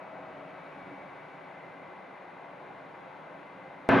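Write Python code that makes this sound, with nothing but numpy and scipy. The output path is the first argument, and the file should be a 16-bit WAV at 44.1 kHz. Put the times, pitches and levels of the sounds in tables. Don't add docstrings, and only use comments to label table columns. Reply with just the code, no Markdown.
import sys
import numpy as np
from scipy import signal
from scipy.fft import rfft, irfft
from scipy.io import wavfile
from scipy.ndimage import uniform_filter1d

SR = 44100
rng = np.random.default_rng(int(sys.argv[2]) if len(sys.argv) > 2 else 0)


def digitize_waveform(pressure):
    field = np.atleast_2d(pressure).T
    bounded = np.clip(field, -1, 1)
    quanta = np.round(bounded * 32767).astype(np.int16)
    wavfile.write(sys.argv[1], SR, quanta)


N = 176400
CUT_S = 3.8896

# frequency_hz, relative_db
ROAR_SPECTRUM = [(20, -29), (45, -26), (75, -22.5), (110, -12.5), (150, -5.5), (235, -7), (430, -5.5),
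                 (540, -2), (800, -1.5), (1050, -3.5), (1200, -7.5), (1580, -7.5), (1660, -11),
                 (1850, -11.5), (2050, -12), (2170, -14), (2300, -12.5), (2550, -16.5), (3100, -24),
                 (3800, -27), (5000, -38.5), (7000, -44.5), (8000, -53.5), (9000, -46.5), (10200, -47.5),
                 (11800, -52.5), (12600, -62), (16000, -90)]
# centre_hz, width_hz, lift_db
ROAR_RESONANCES = [(156, 16, 4), (187, 35, 5), (238, 24, -6), (279, 28, 10), (372, 20, 7), (408, 20, -3),
                   (526, 34, 4), (600, 18, 4), (678, 20, 3.5), (748, 20, -3), (792, 36, 4.5), (860, 40, 2),
                   (952, 25, 3), (1120, 25, 3.5), (1506, 22, 3), (1612, 16, 4), (1755, 25, 2.5)]
# time_s, level_db
ROAR_ENVELOPE = [(0, -45), (.15, -45.5), (.8, -46), (1.2, -46.5), (2.1, -46.5), (2.55, -46.5), (3.2, -47),
                 (3.85, -48)]
# time_s, lift_db
BASS_LIFT = [(0, -3.5), (.4, 2.5), (.62, -1), (.88, 3.5), (1.3, -2.5), (1.85, 0.5), (2.25, -3.5), (2.7, 0),
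             (3.22, 0), (3.85, 1.5)]
# time_s, lift_db
MID_LIFT = [(0, 1.5), (.45, -1.5), (1.25, -1), (1.8, -0.5), (2.3, 0.5), (3.25, 2), (3.6, -1), (3.85, 0.5)]
# time_s, lift_db
TREBLE_LIFT = [(0, -1.6), (.7, 0.71), (1.3, 0.53), (2.1, -0.9), (3.85, 1)]
# frequency_hz, coherence_ratio
ROAR_COHERENCE = [(40, 0.22), (130, 0.91), (400, .85), (900, 0.76), (2500, 0.81), (5000, 0.67),
                  (10000, 0.93)]
# frequency_hz, left_minus_right_db
ROAR_PAN = [(60, -7), (86, -0.5), (120, 0.5), (180, 0.0), (260, 0.5), (370, -2), (530, -0.5), (760, 2.5),
            (1100, 4), (1580, 2.5), (2270, 2), (3270, 1.5)]
# frequency_hz, left_lead_rad
ROAR_LEAD = [(40, .1), (250, 0.093), (380, 0.5), (520, 0), (800, 0.46), (1050, 0.34), (1290, 0.0012),
             (1700, 0.35), (2500, .15), (3400, 0), (10000, 0)]
# centre_s, pitch_hz, half_length_s, peak_db
ROAR_FLARES = [(0.928, 287, 0.017, -43), (2.708, 784, .003, -39.5)]
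# pitch_hz, level_db, fade_midpoint_s
HUM_TONES = [(373, -63.5, 0.61), (510, -65, 0.38), (594, -61, 0.54), (641, -52.5, 0.56), (739, -58, 0.6),
             (1118, -67, 0.68), (1288, -60.5, 0.7), (1925, -70, 0.88), (2570, -72, 0.77)]
# (centre_s, half_length_s, peak_db)
FAN_TONES = [(1983, -70, [(.95, 0.18, -73), (2.15, 0.57, -66.5)]), (2030, -68.5, [(.55, .15, -70),
             (1.65, 0.28, -64), (3.65, 0.46, -63)]), (2061, -77, [(1.05, 0.23, -64), (1.65, 0.18, -62),
             (2.3, 0.55, -64.5)]), (2250, -78, [(0.1, 0.25, -65.5), (0.95, 0.35, -61), (1.42, .1, -63.5)]),
             (2300, -82, [(.65, 0.39, -72)])]

# frequency_hz, relative_db
RUMBLE_SPECTRUM = [(20, -35), (50, -36), (80, -17.5), (125, 1), (165, -2.5), (210, -1.5), (320, -10.5),
                   (400, -6), (480, -4.5), (620, -4.5), (780, -9.5), (1050, -4), (1300, -13), (1400, -14),
                   (1550, -8.5), (1850, -14), (2200, -18), (2500, -16.5), (2800, -21), (3700, -30.5),
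                   (4600, -41.5), (6800, -54), (7300, -73), (9000, -94), (16000, -100)]
# centre_hz, width_hz, lift_db
RUMBLE_RESONANCES = [(276, 34, 8.5), (610, 50, 3), (1288, 43, 9), (1510, 45, 3), (1550, 45, 1.5),
                     (2076, 50, 7)]
# frequency_hz, coherence_ratio
RUMBLE_COHERENCE = [(60, .99), (190, 0.96), (350, 0.78), (600, 0.94), (1200, 0.79), (2000, 0.96),
                    (3300, 0.96)]
# frequency_hz, left_minus_right_db
RUMBLE_PAN = [(60, -.6), (250, -1.2), (550, 1.5), (1100, 1.5), (2500, 0.24)]
# frequency_hz, left_lead_rad
RUMBLE_LEAD = [(60, 0), (700, 0.11), (3000, 0)]
# (centre_s, half_length_s, peak_db)
DRONE_TONES = [(272.3, -30, [(3.94, 0.011, -24.5)]), (376.4, -36, [(3.966, 0.01, -25)]),
               (680, -39.5, [(3.895, .006, -27.5), (3.927, 0.0091, -23.5)]), (839, -36.5, []),
               (1055, -59, [(3.993, 0.0081, -28)]), (1600, -37.5, []), (1742, -40.5, [])]


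def amp(db):
    return 10 ** (np.asarray(db) / 20)


def unit_rms(x):
    return x / np.sqrt(np.mean(abs(x) ** 2) + 1e-20)


def at_frequency(table, hz):
    knots_hz, values = np.transpose(table)
    return np.interp(np.log(hz + 1), np.log(knots_hz + 1), values)


def at_time(table, t):
    return np.interp(t, *np.transpose(table))


def drift(rate_hz):
    hz = np.fft.rfftfreq(N, 1 / SR)
    return unit_rms(irfft(rfft(rng.standard_normal(N)) / (1 + (hz / rate_hz) ** 2), N))


def swelling(t, steady_db, swells):
    swell_power = sum((amp(db) * np.exp(-((t - centre) / half) ** 2 / 2)) ** 2
                      for centre, half, db in swells)
    return np.sqrt(amp(steady_db) ** 2 + swell_power)


def engine_tone(hz, flutter, flutter_hz, pan_db):
    def wander():
        return flutter * (drift(flutter_hz) + 1j * drift(flutter_hz))

    carrier = np.exp(2j * np.pi * (np.cumsum(hz * np.ones(N)) / SR + rng.random()))
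    shared = 1 + wander() / np.sqrt(2)
    ears = np.array([shared + wander() / 2 for _ in range(2)])
    return unit_rms((ears * carrier).real) * amp([[pan_db / 2], [-pan_db / 2]])


def jet_noise(spectrum, resonances, coherence, pan, lead):
    hz = np.fft.rfftfreq(N, 1 / SR)
    resonance_db = sum(lift / (1 + (2 * (hz - centre) / width) ** 2)
                       for centre, width, lift in resonances)
    colour = amp(at_frequency(spectrum, hz) + resonance_db)
    left, independent = rfft(rng.standard_normal((2, N)))
    likeness = np.clip(at_frequency(coherence, hz), -1, 1)
    right = likeness * left + np.sqrt(1 - likeness ** 2) * independent
    right *= np.exp(-1j * at_frequency(lead, hz))
    lean = amp(at_frequency(pan, hz) / 2)
    return unit_rms(irfft(np.array([left * lean, right / lean]) * colour, N))


def distant_roar(t):
    noise = jet_noise(ROAR_SPECTRUM, ROAR_RESONANCES, ROAR_COHERENCE, ROAR_PAN, ROAR_LEAD)
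    hz, times, spectra = signal.stft(noise, SR, nperseg=1024, noverlap=768)
    patch_db, patch_width_hz, patch_s = 0.95, 300, .035
    patches = rng.standard_normal(spectra.shape)
    patches = uniform_filter1d(patches, round(patch_width_hz / hz[1]), axis=0)
    patches = unit_rms(uniform_filter1d(patches, round(patch_s / times[1]), axis=1))
    bass_hz, mid_hz, mid_width_hz, treble_hz = 368, 920, 140, 1400
    bass_db = at_time(BASS_LIFT, times) * np.exp(-(hz[:, None] / bass_hz) ** 2)
    mid_db = at_time(MID_LIFT, times) * np.exp(-((hz[:, None] - mid_hz) / mid_width_hz) ** 2)
    treble_db = at_time(TREBLE_LIFT, times) * (1 - np.exp(-(hz[:, None] / treble_hz) ** 2))
    spectra *= amp(patch_db * patches + bass_db + mid_db + treble_db)
    roar = signal.istft(spectra, SR, nperseg=1024, noverlap=768)[1][:, :N]
    level_db = at_time(ROAR_ENVELOPE, t) + 0.02 + 0.07 * drift(rate_hz=16)
    return unit_rms(roar) * amp(level_db)


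def flares(t):
    return sum(amp(db) * np.exp(-((t - centre) / half) ** 2 / 2)
               * np.sin(2 * np.pi * (hz * t + rng.random()))
               for centre, hz, half, db in ROAR_FLARES)


def engine_hum(t):
    fade_s = .06
    return sum(amp(db) * (1 - np.tanh((t - midpoint) / fade_s)) / 2
               * engine_tone(hz, flutter=0.18, flutter_hz=4.8, pan_db=3.5)
               for hz, db, midpoint in HUM_TONES)


def fan_whine(t):
    spool_rise, spool_time_constant_s = .032, 4.8
    speed = 1 + spool_rise * (1 - np.exp(-t / spool_time_constant_s))
    return sum(swelling(t, db, swells) * engine_tone(hz * speed, flutter=0.25, flutter_hz=13, pan_db=2.5)
               for hz, db, swells in FAN_TONES)


def thump_and_snap(t):
    thump_hz, rise_s, thump_decay_s, snap_decay_s = 464, .00025, .0014, .0001
    envelope = np.exp(-t / thump_decay_s) * (1 - np.exp(-t / rise_s))
    thump = amp(-8) * np.sin(2 * np.pi * thump_hz * t) * envelope
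    snap = -amp(-22.5) * np.exp(-t / snap_decay_s)
    return thump + snap


def close_rumble(t):
    noise = jet_noise(RUMBLE_SPECTRUM, RUMBLE_RESONANCES, RUMBLE_COHERENCE, RUMBLE_PAN, RUMBLE_LEAD)
    rumble = amp(-21) * unit_rms(noise[:, :len(t)])
    for hz, db, swells in DRONE_TONES:
        drone = engine_tone(hz, flutter=0.35, flutter_hz=25, pan_db=0.5)[:, :len(t)]
        rumble += swelling(CUT_S + t, db, swells) * unit_rms(drone)
    sag_db_per_s, attack_s, release_s = 11, .0005, .002
    gate = np.minimum(t / attack_s, 1) * np.minimum(t[::-1] / release_s, 1)
    return rumble * amp(-sag_db_per_s * t) * gate


def scene():
    t = np.arange(N) / SR
    cut = round(CUT_S * SR)
    since_cut = t[:N - cut]
    taxiing = distant_roar(t) + flares(t) + fan_whine(t) + engine_hum(t)
    close = close_rumble(since_cut) + thump_and_snap(since_cut)
    return np.concatenate([taxiing[:, :cut], close], axis=1)


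def record(dry):
    cutoff_hz = 12600
    lowpass = signal.firwin(255, cutoff_hz, window=("kaiser", 8), fs=SR)
    return signal.oaconvolve(dry, lowpass[None], "same")


dry = scene()
out = record(dry)
digitize_waveform(out)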